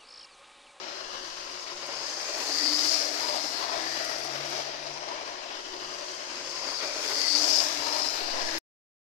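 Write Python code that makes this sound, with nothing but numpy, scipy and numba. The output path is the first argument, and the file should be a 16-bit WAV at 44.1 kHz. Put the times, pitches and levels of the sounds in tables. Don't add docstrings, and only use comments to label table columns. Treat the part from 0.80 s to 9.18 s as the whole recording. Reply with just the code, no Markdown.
import sys
import numpy as np
from scipy import signal
from scipy.fft import dct
from scipy.io import wavfile
from scipy.ndimage import uniform_filter1d
from numba import njit

SR = 44100
rng = np.random.default_rng(int(sys.argv[2]) if len(sys.argv) > 2 else 0)


def store_wav(level_fs):
    pcm = np.round(np.clip(np.atleast_2d(level_fs), -1, 1) * 32767)
    wavfile.write(sys.argv[1], SR, pcm.T.astype(np.int16))


def volts(x):
    e = np.asarray(x, float) / 20
    return 10 ** e


N = 369545

# t/s, shaft f/Hz, twice-a-turn hum level/dB, pole tone level/dB
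MOTOR_LAP = [(.13, 74.3, -77, -55), (.45, 73.5, -65, -54.5), (.85, 71.5, -72.5, -57.5),
             (1.05, 72, -66, -54), (1.4, 67.8, -67.5, -69), (1.55, 61.5, -73.5, -67.5),
             (1.75, 57, -64, -50.5), (1.96, 60.5, -78.5, -46), (2.08, 61, -59.5, -48.5),
             (2.3, 59.5, -72, -53.5), (2.6, 61, -69.5, -54), (2.9, 62.2, -70, -59.5),
             (3.08, 66, -59.5, -48), (3.33, 64.5, -62, -59.5), (3.58, 70.3, -50, -49.5),
             (3.98, 71, -64, -61.5), (4.12, 72.5, -55, -53), (4.4, 72.5, -73, -58.5)]
# t/s, level/dB, shell resonance f/Hz, left minus right/dB
WHIRR_LAP = [(0., -52, 5100, 4.5), (.6, -42.5, 4900, 8.5),(.95, -45, 5150, 5), (1.28, -38, 4970, 9.5),
             (1.58, -39.5, 5150, 5), (1.73, -31.5, 4860, 12), (1.88, -26.5, 4730, 17.5),
             (2.01, -26.5, 5050, 16), (2.14, -23.5, 5050, 20.5), (2.32, -35, 5120, 15.5),
             (2.66, -32.5, 5180, 22), (2.78, -38, 4730, 19), (2.95, -37.5, 5100, 18.5),
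             (3.2, -36.5, 4950, 15), (3.6, -43.5, 5070, 21.5), (3.75, -38, 5200, 14),
             (3.95, -49.5, 5000, 8.5), (4.15, -44, 5000, 13)]
# t/s, board roar level/dB, nearness in clear view/dB
WHEELS_LAP = [(.3, -46.5, -22.5), (.95, -47, -23.5), (1.25, -43, -18), (1.5, -44.5, -14), (1.62, -42, -6),
              (1.86, -44.5, -6), (2.1, -39, -1), (2.3, -41.5, -6), (2.58, -40, -8.5), (2.7, -42.5, -5.5),
              (2.92, -38, -15), (3.13, -42, -11), (3.3, -40.5, -11.5), (3.55, -41, -14.5),
              (3.78, -39.5, -14.5), (3.92, -43, -23), (4.3, -43.5, -27.5), (4.55, -44, -24.5)]
# f/Hz, level per Hz/dB
ROAR_COLOUR = [(12, -24), (20, -5), (38, -22.5), (70, -35.5), (140, -18), (175, -29), (306, -7), (491, -10),
               (614, -6), (1300, -7.5), (3450, -9.5), (5090, -2), (8880, -34.5), (13100, -34.5),
               (15500, -47.5)]
# f/Hz, width/Hz, level/dB
BOARD_RINGS = [
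    (345, 94, -5),
    (614, 70, 7),
]
# f/Hz, left minus right/dB
PORT_BALANCE = [(60, 0), (110, 3.5), (200, 2), (380, 6), (700, 11.5), (1290, 5), (2380, 9.5), (4400, 11),
                (8120, 0), (15000, 4)]
# f/Hz, likeness/0-1
PORT_LIKENESS = [(20, .4), (60, 0.7), (130, 0.3), (290, 0.87), (640, 0.78), (1410, 0.29), (3100, 0.22),
                 (6820, .15), (15000, .1)]
# f/Hz, share/0-1
BOARD_SHARE = [(60, 0.09), (200, 0.97), (15000, 0.75)]
RING_SHARE = [(1000, 0.), (1500, 0.55), (5000, 1.), (7500, 0.024)]
HISS_SHARE = [(5000, 0.049), (7500, 0.99)]
# t/s, peak level/dB
RAIL_JOINTS = [(.1505, -50), (.530, -50), (.708, -39), (1.062, -36), (1.120, -48.5), (1.211, -42),
               (1.279, -34), (1.312, -43), (1.413, -34), (1.440, -40), (1.542, -39), (1.578, -32),
               (1.616, -29.5), (1.659, -28.5), (1.765, -28.5), (1.85, -30), (2.055, -27.5), (2.161, -29),
               (2.548, -30.5), (2.792, -36), (3.243, -24.5), (3.293, -30), (3.388, -30.5), (3.443, -29),
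               (3.654, -36), (3.698, -28), (4.026, -43), (4.468, -48), (4.513, -48)]
# t/s, length/s, f/Hz, width/Hz, level/dB
RINGING_STRETCHES = [(.35, 0.56, 3000, 349, 4.5), (.35, 0.26, 2400, 248.6, -10),
                     (0.698, 0.74, 1040, 120, 7), (.8, 1, 557, 60, 7.5), (1.494, 0.076, 604, 70, 11.5),
                     (1.507, 0.11, 2400, 200, 8), (1.65, 0.29, 428, 100, 9), (1.82, 0.092, 2030, 200.5, 10),
                     (2.142, 0.22, 660, 90, 7.5), (2.55, 0.1, 593, 60, 11), (2.523, 0.16, 950, 90, 13.5),
                     (2.95, 0.17, 1040, 90, 8), (3.05, 0.12, 1700, 149.4, 5), (3.201, 0.24, 1940, 200, 8),
                     (3.6, 1, 675, 130.4, 7), (4.199, 0.31, 650, 89.8, 3), (4.3, .3, 963, 100.4, 10)]
# t/s, length/s, f/Hz, width/Hz, level/dB
TREBLE_STRETCHES = [(1.2, 0.67, 6380, 400, 4), (1.248, 0.3, 4630, 250, 6), (1.25, 0.33, 5420, 300, 4),
                    (1.304, 0.52, 5790, 249.5, -4.5), (1.8, 0.12, 4150, 399, -4.5),
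                    (1.8, 0.39, 4410, 301, 6), (2.0, 0.071, 6100, 400, 2.5), (2.151, 0.18, 7230, 603, 2.5),
                    (2.6, .15, 6500, 900, 0.5), (2.7, 0.38, 4150, 401, 5.5), (3.597, 0.53, 5740, 500, 2.5),
                    (4.3, 0.53, 5840, 400, 4.5), (0.498, 0.96, 3680, 403.4, -3)]
# t/s, length/s, level over the tremble/dB
HAND_SHIFTS = [
    (.45, .2, 9),
    (7.5, 0.29, 5),
]
# f/Hz, level/dB
FAINTEST_STEP = [(7000, -68), (8500, -54), (9500, -49.5), (11000, -51.5), (13000, -55), (14500, -60),
                 (15500, -53)]
# f/Hz, level/dB
LOCAL_STEP = [(5000, -18), (7000, -9), (9000, 4), (12000, 6), (15500, 9.5)]

POLES, LAP_S = 5, 4.635
FRAME, BLOCK = 1024, 1024
CLOSER_DB_PER_LAP = 0.86
RING_SLACK, RING_NEAR = 0.66, .15
HISS_SLACK, WHEEL_PAN_DB = 0.65, 0.06
JOINT_SCATTER_DB, THUD_DB, JOINT_PAN_SHARE = 1, 8, .6
LAG_MS, LEAD_MS, FROM_RIGHT_S, FROM_RIGHT_FOR_S, TURN_S = 0.35, 0.12, 0.96, 1, 0.076
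HAND_DB, TREMBLE_DB = -71, 2
SHOVE_S, SHOVE_LENGTH_S, SHOVE_HZ, SHOVE_DB, SHOVE_LEFT = 7.6, .19, 4.9, -32.5, .1
CUT_S, CUT_TAIL_DB, FIZZ_S, FIZZ_DB = 7.7838, -36, .0055, -41


def track(table):
    s, *columns = np.transpose(table)
    return [np.interp(np.arange(N) / SR, s, c, period=LAP_S) for c in columns]


def across(table, hz):
    f, value = np.transpose(table)[:2]
    return np.interp(np.log(hz + 1), np.log(f), value)


def unit(x):
    return x / np.sqrt(np.mean(x ** 2))


def pan(x, db):
    return x * volts(np.array([db, -db]).reshape(2, -1) / 2)


def walk(rate):
    k = int(SR / rate)
    held = np.repeat(rng.standard_normal(N // k + 1), k)
    return unit(uniform_filter1d(uniform_filter1d(held, k), k)[:N])


def grit(rate, spread_db):
    return unit(rng.standard_normal(N) * volts(spread_db * walk(rate)))


@njit
def moving_resonance(x, hz, width):
    y, band, low = np.empty(len(x)), 0., 0.
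    for i in range(len(x)):
        g, k = np.tan(np.pi * hz[i] / SR), width / hz[i]
        v = (band + g * (x[i] - low)) / (1 + g * (g + k))
        band, low, y[i] = 2 * v - band, low + 2 * g * v, k * v
    return y


def later(x):
    into = np.arange(N) / SR % LAP_S - FROM_RIGHT_S
    right = (np.tanh(into / TURN_S) - np.tanh((into - FROM_RIGHT_FOR_S) / TURN_S)) / 2
    lag_ms = LAG_MS - (LAG_MS + LEAD_MS) * right
    return np.interp(np.arange(N) - lag_ms * SR / 1000, np.arange(N), x)


def motor():
    shaft_hz, hum_db, pole_db = track(MOTOR_LAP)
    whirr_db, shell_hz, pan_db = track(WHIRR_LAP)
    whirr_db = whirr_db + .8 * walk(14)
    shell_hz = shell_hz * (1 + .008 * walk(12))
    hum_db = hum_db + 1.7 * walk(7.1)
    pole_db = pole_db + 1.2 * walk(9)
    turn = 2 * np.pi * np.cumsum(shaft_hz * (1 + .004 * walk(30))) / SR
    hum = volts(hum_db + 0.5 + 0.73 * walk(11)) * np.sin(2 * turn)
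    pole_tone = volts(pole_db + 4.0 + 2.8 * walk(30)) * np.sin(POLES * turn + 0.7 * walk(60))
    tones = hum + pole_tone
    gate = volts(2.3 * np.cos(POLES * turn) + 1.1 * np.cos(2 * turn) + 0.12 * np.cos(turn))
    far_db = 0.59 * (whirr_db.max() - whirr_db)
    shell = []
    for hz, width_hz, skirt_db in ((shell_hz, 750., -7), (1.184 * shell_hz, 1300., -3)):
        mesh = gate * grit(450, 1.5)
        narrow = moving_resonance(moving_resonance(mesh, hz, width_hz), hz, 1.28 * width_hz)
        skirt = moving_resonance(moving_resonance(mesh, 1.1 * hz, 2300.), 0.99 * hz, 2100.0)
        spread = volts(skirt_db + far_db)
        shell.append((unit(narrow) + spread * unit(skirt)) / (1 + spread))
    lift_db = 6.02 - 10 * np.log10(volts(pan_db) + volts(-pan_db))
    whirr = pan(np.array(shell) * volts(whirr_db + lift_db - 1.15), pan_db)
    return pan(np.array([tones, later(tones)]), 2.3), whirr


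def wheels():
    roar_db, near_db = (c - c.mean() for c in track(WHEELS_LAP))
    ring_db = RING_NEAR * near_db - RING_SLACK * roar_db
    hiss_db = near_db - HISS_SLACK * roar_db
    pan_db = WHEEL_PAN_DB * near_db
    rough = volts(0.7 * walk(14) + 0.84 * walk(60))
    shared = grit(200, 1.5)
    rolling = rough * np.array([shared, later(shared), grit(200, 1.2), grit(200, 1.0)])
    hz, s, z = signal.stft(rolling, SR, nperseg=FRAME)
    at = np.minimum((s * SR).astype(int), N - 1)
    alike = np.clip(across(PORT_LIKENESS, hz), 0, 1)[:, None]
    z = np.sqrt(alike) * z[:2] + np.sqrt(1 - alike) * z[2:]
    rings = sum(db / (1 + (2 * (hz - f) / w) ** 2) for f, w, db in BOARD_RINGS)
    board = across(BOARD_SHARE, hz)[:, None]
    mid = across(RING_SHARE, hz)[:, None]
    top = across(HISS_SHARE, hz)[:, None]
    dip = -6.0 / (1 + ((hz - 5000) / 1100) ** 2)
    db = (across(ROAR_COLOUR, hz) + 0.38 * rings + dip)[:, None]
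    db = db + board * roar_db[at] + mid * ring_db[at] + top * hiss_db[at]
    side = across(PORT_BALANCE, hz)[:, None] + board * (1 - .6 * top) * pan_db[at]
    db = db - 10 * np.log10(volts(side) + volts(-side)) + np.array([side, -side]) / 2
    roar = signal.istft(z * volts(db), SR, nperseg=FRAME)[1][:, :N]
    return unit(roar) * volts(-35.5)


def hand():
    t = np.arange(N) / SR
    low = signal.butter(3, 22, fs=SR, output="sos")
    push = signal.sosfilt(low, rng.standard_normal((2, N)))
    shifts_db = sum(d * np.exp(-((t - s) / w) ** 2) for s, w, d in HAND_SHIFTS)
    db = HAND_DB + TREMBLE_DB * walk(6.6) + shifts_db
    swell = np.exp(-((t - SHOVE_S) / SHOVE_LENGTH_S) ** 2)
    shove = volts(SHOVE_DB) * swell * np.sin(2 * np.pi * SHOVE_HZ * (t - SHOVE_S))
    return pan(unit(0.602 * push[0] + push) * volts(db + 4.5), -8.5) + shove * np.array([[SHOVE_LEFT], [1]])


def joints():
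    t = np.arange(1764) / SR
    out = np.zeros((2, N + int(LAP_S * SR)))
    bright = signal.butter(2, [2500, 10000], "bandpass", fs=SR, output="sos")
    dull = signal.butter(2, [450, 1100], "bandpass", fs=SR, output="sos")
    roar_db = track(WHEELS_LAP)[0]
    pan_db = JOINT_PAN_SHARE * (track(WHIRR_LAP)[2] - 7)
    for lap in range(2):
        noise = rng.standard_normal((len(RAIL_JOINTS), 2, len(t)))
        for (s, peak_db), burst in zip(RAIL_JOINTS, noise):
            i = int((s + lap * LAP_S) * SR)
            at = min(i, N - 1)
            peak_db = peak_db + JOINT_SCATTER_DB * burst[0, 0]
            burst = burst * (1 - np.exp(-t / 0.0017)) * np.exp(-t / 0.01)
            rattle = signal.sosfilt(bright, burst) * volts(peak_db - 6.5)
            thud = signal.sosfilt(dull, burst) * volts(roar_db[at] + THUD_DB)
            out[:, i:i + len(t)] += pan(rattle + thud, pan_db[at])
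    return out[:, :N]


def oval(x):
    hz, s, z = signal.stft(x, SR, nperseg=FRAME)
    db = 0
    for start, length, f, w, peak_db in RINGING_STRETCHES + TREBLE_STRETCHES:
        away = (s - start + LAP_S / 2) % LAP_S - LAP_S / 2
        resonance = 1 / (1 + (2 * (hz - f) / w) ** 2)
        db = db + peak_db * np.outer(resonance, np.exp(-(away / length) ** 2))
    patch = rng.standard_normal(z.shape)
    for _ in range(2):
        patch = uniform_filter1d(uniform_filter1d(patch, size=14, axis=2), size=4, axis=1)
    return signal.istft(z * volts(db + 1.4 * unit(patch)), SR, nperseg=FRAME)[1][:, :N]


def thin(x):
    half = BLOCK // 2
    window = np.sin(np.pi * (np.arange(2 * BLOCK) + .5) / (2 * BLOCK))
    mid_side = np.array([[1, 0.99], [1, -0.98]]) / np.sqrt(2)
    blocks = np.pad(mid_side @ x, ((0, 0), (BLOCK, 2 * BLOCK - N % BLOCK))).reshape(2, -1, BLOCK)
    pairs = np.concatenate([blocks[:, :-1], blocks[:, 1:]], axis=2) * window
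    a, b, c, d = np.split(pairs, 4, axis=2)
    folded = np.concatenate([-c[..., ::-1] - d, a - b[..., ::-1]], axis=2)
    lines = dct(folded, type=4, norm="ortho")
    hz = np.arange(BLOCK) * SR / 2 / BLOCK
    local = np.sqrt(uniform_filter1d(lines ** 2, size=24, axis=2) + 1e-14)
    waver_db = np.repeat(2.5 * rng.standard_normal((2, len(lines[0]), BLOCK // 16)), 16, axis=2)
    smallest = volts(across(FAINTEST_STEP, hz) + waver_db)
    step = np.maximum(local * volts(across(LOCAL_STEP, hz)), smallest)
    u = dct(np.round(lines / step) * step, type=4, norm="ortho")
    out = np.concatenate([u[..., half:], -u[..., ::-1], -u[..., :half]], axis=2) * window
    return mid_side @ (out[:, :-1, BLOCK:] + out[:, 1:, :BLOCK]).reshape(2, -1)[:, :N]


def scene():
    tones, whirr = motor()
    closer = volts(CLOSER_DB_PER_LAP * (np.arange(N) / SR / LAP_S - 1.27))
    return closer * (tones + oval(whirr + wheels()) + joints()) + hand()


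def band_limit(x):
    return signal.sosfilt(signal.butter(12, 15750, fs=SR, output="sos"), x)


def record(dry):
    after = np.maximum(np.arange(N) / SR - CUT_S, 0)
    tail = volts(CUT_TAIL_DB - 1000 * after) * (after < .028)
    cut = thin(dry) * np.where(after > 0, tail, 1)
    fizz = volts(FIZZ_DB) * rng.standard_normal(cut.shape) * (after > 0) * (after < FIZZ_S)
    cut = cut + fizz * np.array([[.3], [1]])
    cut[:, int(CUT_S * SR)] += volts(np.array([-32, -18]))
    return band_limit(cut)


dry = scene()
out = record(dry)
store_wav(out)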